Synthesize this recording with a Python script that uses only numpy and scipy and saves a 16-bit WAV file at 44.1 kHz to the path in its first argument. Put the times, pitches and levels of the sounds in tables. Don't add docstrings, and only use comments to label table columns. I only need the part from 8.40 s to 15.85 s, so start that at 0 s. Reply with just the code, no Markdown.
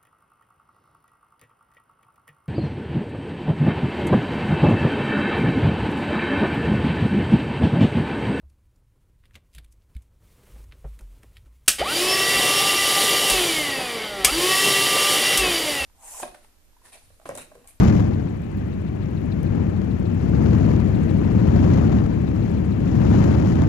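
import sys
import numpy as np
from scipy import signal
from scipy.fft import rfft, irfft, next_fast_len
from scipy.io import wavfile
from scipy.ndimage import uniform_filter1d

SR = 44100
rng = np.random.default_rng(int(sys.argv[2]) if len(sys.argv) > 2 else 0)


def log_audio(samples):
    frames = np.atleast_2d(samples).T
    limited = np.clip(frames, -1, 1)
    pcm = np.round(limited * 32767).astype(np.int16)
    wavfile.write(sys.argv[1], SR, pcm)


def convert_level_to_amplitude(level_db):
    exponent = np.asarray(level_db, float) / 20
    return 10 ** exponent


N = 328545


def rms_one(x):
    return x / np.sqrt(np.mean(x ** 2) + 1e-20)


def lift_db(modes, hz):
    return sum(db / (1 + (2 * (hz - centre_hz) / width_hz) ** 2) for centre_hz, width_hz, db in modes)


def coloured(spectrum, modes=()):
    size = next_fast_len(N)
    hz = np.arange(size // 2 + 1) * SR / size + 1e-3
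    corner_hz, corner_db = np.transpose(spectrum)
    db = np.interp(np.log(hz), np.log(corner_hz), corner_db, left=-90, right=-90)
    white = rfft(rng.standard_normal(size))
    return rms_one(irfft(white * convert_level_to_amplitude(db + lift_db(modes, hz)), size)[:N])


def drift(rate_hz):
    r = np.exp(-80 * np.pi * rate_hz / SR)
    slow = signal.lfilter([1], [1, -2 * r, r * r], rng.standard_normal(N // 40 + 2002))[2000:]
    return np.interp(np.arange(N) / 40, np.arange(len(slow)), rms_one(slow))


def dying(start_s, t60_s, rise_s):
    i = int(start_s * SR)
    t = np.arange(min(int(t60_s * SR), N - i)) / SR
    return slice(i, i + len(t)), t, convert_level_to_amplitude(-60 * t / t60_s) * (1 - np.exp(-t / rise_s))


def band_passed(x, low_hz, high_hz):
    return signal.sosfilt(signal.butter(2, [low_hz, high_hz], "band", fs=SR, output="sos"), x)


# f/Hz, density/dB
HUSH_SPECTRUM = [(12, -28), (20, 8), (50, 0.5), (110, -0.5), (227, -17), (300, -17), (655, -46), (969, -27),
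                 (1150, -34), (10100, -49), (15800, -53)]


def background_hush():
    return convert_level_to_amplitude(-63) * coloured(HUSH_SPECTRUM)


# t/s, rustle level/dB
HAND_ACTIVITY = [
    (0.0, -82),
    (1.79, -77.5),
    (1.84, -70.5),
    (1.95, -66.5),
    (2.2, -61),
    (2.25, -69.5),
    (2.45, -68),
    (2.74, -69.5),
    (2.79, -69),
    (3.27, -74.5),
]
# f/Hz, density/dB
RUSTLE_SPECTRUM = [(590, -21), (1000, -4), (1290, -7), (1530, -10), (2090, -4.5), (5000, -10.5),
                   (9500, -8.5), (15800, -12)]
# f/Hz, density/dB
KNOCKING_SPECTRUM = [(71, -39), (120, -7), (261, -11.5), (529, -14), (702, -21.5), (1560, -26), (2000, -38),
                     (2600, -72), (4400, -120)]
# f/Hz, density/dB
RUMBLE_SPECTRUM = [(11, -67), (18, -8.5), (49, -1), (66, -3), (91, -6), (150, -18), (200, -48), (330, -120)]


def hands():
    t = np.arange(N) / SR
    activity_s, activity_db = np.transpose(HAND_ACTIVITY)
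    rustle_db = np.interp(t, activity_s, activity_db)
    swing_db = rustle_db - rustle_db.max()
    before = t < activity_s[-1]
    rustle = convert_level_to_amplitude(rustle_db + 1.4 * drift(21)) * coloured(RUSTLE_SPECTRUM)
    knocking = convert_level_to_amplitude(-60 + 0.9 * swing_db + 2.6 * drift(14)) * coloured(KNOCKING_SPECTRUM)
    motor_rumble_db = -53.5
    rumble_db = np.where(before, -48.5 + 0.77 * swing_db, motor_rumble_db)
    rumble = convert_level_to_amplitude(rumble_db + 2.6 * drift(2.5)) * coloured(RUMBLE_SPECTRUM)
    return before * (rustle + knocking) + rumble


# t/s, peak level/dB, body f/Hz, bright level/dB
LEAD_TICKS = [(0.0994, -61, 3300, 9), (0.3594, -72, 1170, 16), (0.838, -54, 1520, -14),
              (0.855, -47, 2530, -3), (0.909, -53, 1515, -5), (0.954, -35.5, 2380, -8.5),
              (0.9554, -42, 4270, -15), (0.9616, -44, 1770, -12), (1.1344, -62, 3420, -10),
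              (1.149, -39.5, 3100, 6.5), (1.182, -33.5, 2760, -1.5), (1.2447, -48, 2770, 4),
              (1.324, -57.5, 2820, 15), (1.4194, -61, 3210, -9), (1.5505, -50, 2920, -3),
              (1.565, -45, 2530, 2), (1.6214, -57.5, 2470, 10)]
# t/s, peak level/dB, body f/Hz, bright level/dB, knock level/dB
GRIP_TICKS = [(0.029, -66, 900, -12, 15), (2.068, -48, 1240, -12, -3), (2.1564, -53.5, 1640, -12, 14),
              (2.2404, -54, 1360, 10, -2), (2.323, -37, 2070, -11, -10), (2.4424, -51, 1140, -12, 23.5),
              (2.591, -42.5, 2420, 3, -0.5), (2.609, -45.5, 1340, 5, -1), (2.8318, -42, 1500, 0.5, 1.5),
              (2.9685, -37.5, 2600, -5, -27), (3.0594, -55, 1870, -6, 6.5)]


def ticks():
    lead_knock_db, lead_t60_s, grip_t60_s = -15, 0.034, 0.027
    out, white = np.zeros(N), rng.standard_normal(N)
    grains = rms_one(convert_level_to_amplitude(5.2 * drift(270)))
    bright = band_passed(white, 4500, 11500)
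    knock = rms_one(band_passed(rng.standard_normal(N), 130, 600))
    rows = [(*row, lead_knock_db, lead_t60_s) for row in LEAD_TICKS]
    rows += [(*row, grip_t60_s) for row in GRIP_TICKS]
    for start_s, peak_db, body_hz, bright_db, knock_db, t60_s in rows:
        i = round(start_s * SR)
        at, t = slice(i - 900, i + 3000), np.arange(-900, 3000) / SR
        crack = (t >= 0) * convert_level_to_amplitude(-60 * np.abs(t) / (0.7 * t60_s))
        cluster = 0.19 * grains[at] * np.exp(-((t - 0.064 * t60_s) / (0.54 * t60_s)) ** 2)
        body = rms_one(band_passed(white[at], body_hz * 0.68, body_hz * 1.75))
        out[at] += convert_level_to_amplitude(peak_db - 9.5) * (crack + cluster) * (body + convert_level_to_amplitude(bright_db) * bright[at])
        at, t, fall = dying(start_s, 3.1 * t60_s, 0.0064)
        out[at] += convert_level_to_amplitude(peak_db + knock_db - 6) * fall * knock[at]
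    return out


# t/s, peak level/dB, f/Hz, t60/s, rise/s
BENCH_THUMPS = [(.03, -43, 68.7, .3, 0.016), (0.94, -46, 78.5, 0.18, 0.011), (1.15, -40.5, 55, 0.4, 0.012),
                (1.171, -50, 144, 0.097, 0.0072), (1.554, -29, 60.5, 0.089, .03),
                (1.562, -41, 170, 0.022, 0.0058), (.95, -53, 218, 0.081, .005),
                (2.12, -39.5, 53, 0.7, 0.051), (2.443, -30, 51.3, 0.43, 0.0097),
                (2.443, -37.5, 140, 0.12, 0.0045), (2.614, -37, 44, 0.56, 0.0099),
                (2.821, -60.5, 57.5, 0.69, .01), (3.05, -48, 59.3, 0.91, 0.013),
                (3.278, -29.5, 116, 0.032, 0.0035), (3.278, -33, 45.6, 0.089, 0.0055),
                (3.40, -32, 62, 0.25, 0.0082), (3.948, -40, 53.7, 0.33, .02), (4.91, -29, 45, 0.35, 0.018),
                (5.79, -41, 50, .3, .03), (5.853, -33, 59, 0.16, 0.0084), (5.91, -30.5, 48.4, 0.26, 0.017),
                (6.979, -28.5, 52, 0.42, 0.018), (7.402, -34.5, 65, .3, .015)]


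def thumps():
    out = np.zeros(N)
    for start_s, peak_db, hz, t60_s, rise_s in BENCH_THUMPS:
        at, t, fall = dying(start_s, t60_s, rise_s)
        out[at] += convert_level_to_amplitude(peak_db) * fall / fall.max() * np.sin(2 * np.pi * hz * t)
    return out


# t/s, peak level/dB, t60/s
SWITCH_CONTACTS = [(3.261, -52, 0.048), (3.2779, -16.5, 0.036), (3.2802, -6.5, 0.03), (3.281, 2, 0.025),
                   (3.288, -9, 0.032), (3.293, -43, .1), (3.387, -31, 0.23), (4.899, -9.5, 0.033),
                   (4.906, -21, .05), (5.844, -19, .03), (5.8469, 3, 0.022), (5.849, -3.5, 0.02),
                   (5.853, -12, 0.032), (5.861, -35, .06), (6.973, -9.5, 0.1)]
# f/Hz, density/dB
SWITCH_SPECTRUM = [(120, -14), (200, -11), (968, -14.5), (2380, -4), (3070, -0.5), (3490, -3.5),
                   (5330, -2.5), (7410, -4.5), (8120, 1), (10100, -1.5), (11900, -6), (15100, -13.5),
                   (16000, -26)]


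def switch():
    out, crack = np.zeros(N), coloured(SWITCH_SPECTRUM)
    for start_s, peak_db, t60_s in SWITCH_CONTACTS:
        at, t, fall = dying(start_s, t60_s, 0.00004)
        out[at] += convert_level_to_amplitude(peak_db - 5) * fall * crack[at]
    return out


TOP_SPEED_HZ = 396.9
# on t/s, off t/s
POWER = [
    (3.3813, 4.9048),
    (5.849, 6.9763),
]


def shaft():
    spin_up_s, settle_hz, settle_s = 0.0914, 16.5, 0.45
    coast_s, coast_power = 2.12, 2.04
    warm_gain_hz = 1.0
    t, speed, rest, top = np.arange(N) / SR, np.zeros(N), 0, TOP_SPEED_HZ
    ends = [on for on, off in POWER[1:]] + [N / SR]
    for (on, off), end in zip(POWER, ends):
        driven = np.clip(t, on, off) - on
        free = np.clip(t, off, end) - off
        quick = (top - rest - settle_hz) * np.exp(-driven / spin_up_s)
        creep = settle_hz * np.exp(-driven / settle_s)
        coast = (1 + free / coast_s) ** -coast_power
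        speed = np.where(t >= on, (top - quick - creep) * coast, speed)
        rest, top = speed[-1], top + warm_gain_hz
    return speed


# multiple, powered level/dB, coasting level/dB, inrush level/dB, roughness 0-1
SHAFT_ORDERS = [(1, -45, -45, -40, .35), (2, -49, -42, -45, .8), (3, -36, -42, -46, .12),
                (14, -41, -52, -55, .5), (10, -42, -33, -11, .25), (4, -48, -43, -50, .6),
                (5, -36, -45, -26, .5), (6, -48, -44, -55, .6), (7, -35, -35, -40, .4),
                (8, -44, -48, -50, .9), (9, -50, -49, -55, .9), (15, -58, -57, -13, .6),
                (35, -50, -66, -70, .55)]
# f/Hz, width/Hz, lift/dB
FRAME_MODES = [(359, 125, 18.5), (403.2, 29, -11), (598, 31, 10.5), (764, 87, 9.5), (1025, 183, -13),
               (1127, 320, 10), (1680, 204, -14), (1916, 71, 6), (2150, 76, 3.5), (2676, 280, 6.5),
               (3000, 83, 5), (3780, 800, -11), (4670, 240, 20), (5307, 360, 9.5)]


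def shaft_orders(speed, powered):
    poles, breakaway_hz = 5, 108
    whine_slope_db, cogging_slope_db, load_slope_db = 26, 28.5, 18
    inrush_delay = 0.44
    coasting_roughness = 0.45
    t = np.arange(N) / SR
    decades = np.log10(np.maximum(speed / TOP_SPEED_HZ, 0.05))
    inrush = powered * np.clip(1 - speed / TOP_SPEED_HZ, 0, 1) ** 1.97
    inrush = inrush * np.minimum(speed / breakaway_hz, 1) ** 4
    turn = 2 * np.pi * np.cumsum(speed * (1 + 0.000838 * drift(25))) / SR
    grip_db = -18.5 * np.exp(-((t - 6.86) / 0.09) ** 2)
    tones = 0
    for k, on_db, coast_db, inrush_db, roughness in SHAFT_ORDERS:
        coast_slope_db = whine_slope_db if k % poles else cogging_slope_db
        share = powered * convert_level_to_amplitude(on_db + (whine_slope_db + load_slope_db) * decades)
        share = share + (1 - powered) * convert_level_to_amplitude(coast_db + coast_slope_db * decades)
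        share = share + inrush * convert_level_to_amplitude(inrush_db + 20 * inrush_delay * max(k - poles, 0) * decades)
        lift = lift_db(FRAME_MODES, k * speed[::64]).repeat(64)[:N]
        if k == 3:
            lift = lift + grip_db
        rough = roughness * (coasting_roughness + (1 - coasting_roughness) * powered)
        waver = np.sqrt(1 - rough ** 2) + rough * drift(19.5)
        tone = np.sin(k * turn + rng.uniform(0, 2 * np.pi))
        tones = tones + share * convert_level_to_amplitude(lift + 2.2 * drift(2.1)) * waver * tone
    return np.sqrt(2) * tones


# f/Hz, density/dB
ROAR_SPECTRUM = [(590, -79), (1000, -9), (1160, -2.5), (1260, -4.5), (1490, -7.5), (1930, -1), (2510, -5.5),
                 (2850, -4), (4350, -9.5), (5500, -14.5), (7150, -76), (12100, -120)]
# f/Hz, density/dB
HISS_SPECTRUM = [(2650, 0), (4500, -2), (4740, -14), (5050, 0.5), (5730, -3.5), (6430, -7.5), (6570, -3),
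                 (6960, -1), (7610, -3.5), (9850, 1), (10700, -6.5), (11500, -3.5), (15800, -14.5)]
# f/Hz, density/dB
SHUDDER_SPECTRUM = [(53, -39), (90, -16), (290, -6), (333, -7), (396, -4), (682, -9.5), (1000, -11),
                    (1300, -27), (2200, -120)]
# f/Hz, width/Hz, lift/dB
HOUSING_MODES = [(328, 10.5, -4.5), (478, 15, 7), (582, 35, 4.5), (746, 50, 3), (6020, 70, 7),
                 (2100, 72, -3), (2130, 380, 5), (2954, 37, 7), (3067, 147, 8), (3440, 450, 5),
                 (3870, 100, 6), (4665, 127, 16), (4780, 130, 2.5), (4880, 110, 4.5), (5810, 60, 8),
                 (6440, 120, 4), (8850, 73, -7), (9870, 880, 2), (11100, 160, 7), (13920, 150, -12)]


def fan_air(speed):
    t = np.arange(N) / SR
    decades = np.log10(np.maximum(speed / TOP_SPEED_HZ, 0.05))
    roar_db = -22.5 + 33 * decades
    hiss_db = -22.5 + 61.2 * decades
    shudder_db = -29.5 + 30.6 * decades
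    jolt = convert_level_to_amplitude(-32 + 5.3 * drift(160)) * np.exp(-((t - 3.405) / 0.025) ** 2)
    roar = (jolt + convert_level_to_amplitude(roar_db - 3.5 + 1.05 * drift(12))) * coloured(ROAR_SPECTRUM, HOUSING_MODES)
    hiss = convert_level_to_amplitude(hiss_db + 1.1 * drift(2.9)) * coloured(HISS_SPECTRUM, HOUSING_MODES)
    shudder = 0.5 * jolt + convert_level_to_amplitude(shudder_db - 1 + 1.75 * drift(16))
    return roar + hiss + shudder * coloured(SHUDDER_SPECTRUM, HOUSING_MODES)


def motor():
    speed, t = shaft(), np.arange(N) / SR
    powered = uniform_filter1d(sum(1.0 * (t > on) * (t < off) for on, off in POWER), size=1500)
    start = np.clip((t - POWER[0][0]) / 0.0031, 0, 1)
    return shaft_orders(speed, powered) * start, fan_air(speed) * start


def room(x):
    t60_s, level_db = 0.23, -7
    t = np.arange(int(0.4 * SR)) / SR
    tail = signal.lfilter([1], [1, -0.3], rng.standard_normal(len(t)))
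    tail = tail * convert_level_to_amplitude(-60 * t / t60_s) * (t > 0.002)
    return convert_level_to_amplitude(level_db) * signal.fftconvolve(x, tail / np.sqrt(np.sum(tail ** 2)))[:N]


def scene():
    snaps, small, (tones, air) = switch(), ticks(), motor()
    walls = room(snaps + 0.25 * small + 0.7 * air + 0.25 * tones)
    mono = background_hush() + hands() + small + thumps() + snaps + tones + air + walls
    return np.array([mono, mono])


def top_cut(x):
    return signal.sosfilt(signal.butter(12, 15850, fs=SR, output="sos"), x)


def record(dry):
    return top_cut(0.98 * np.tanh(dry / 0.95))


dry = scene()
out = record(dry)
log_audio(out)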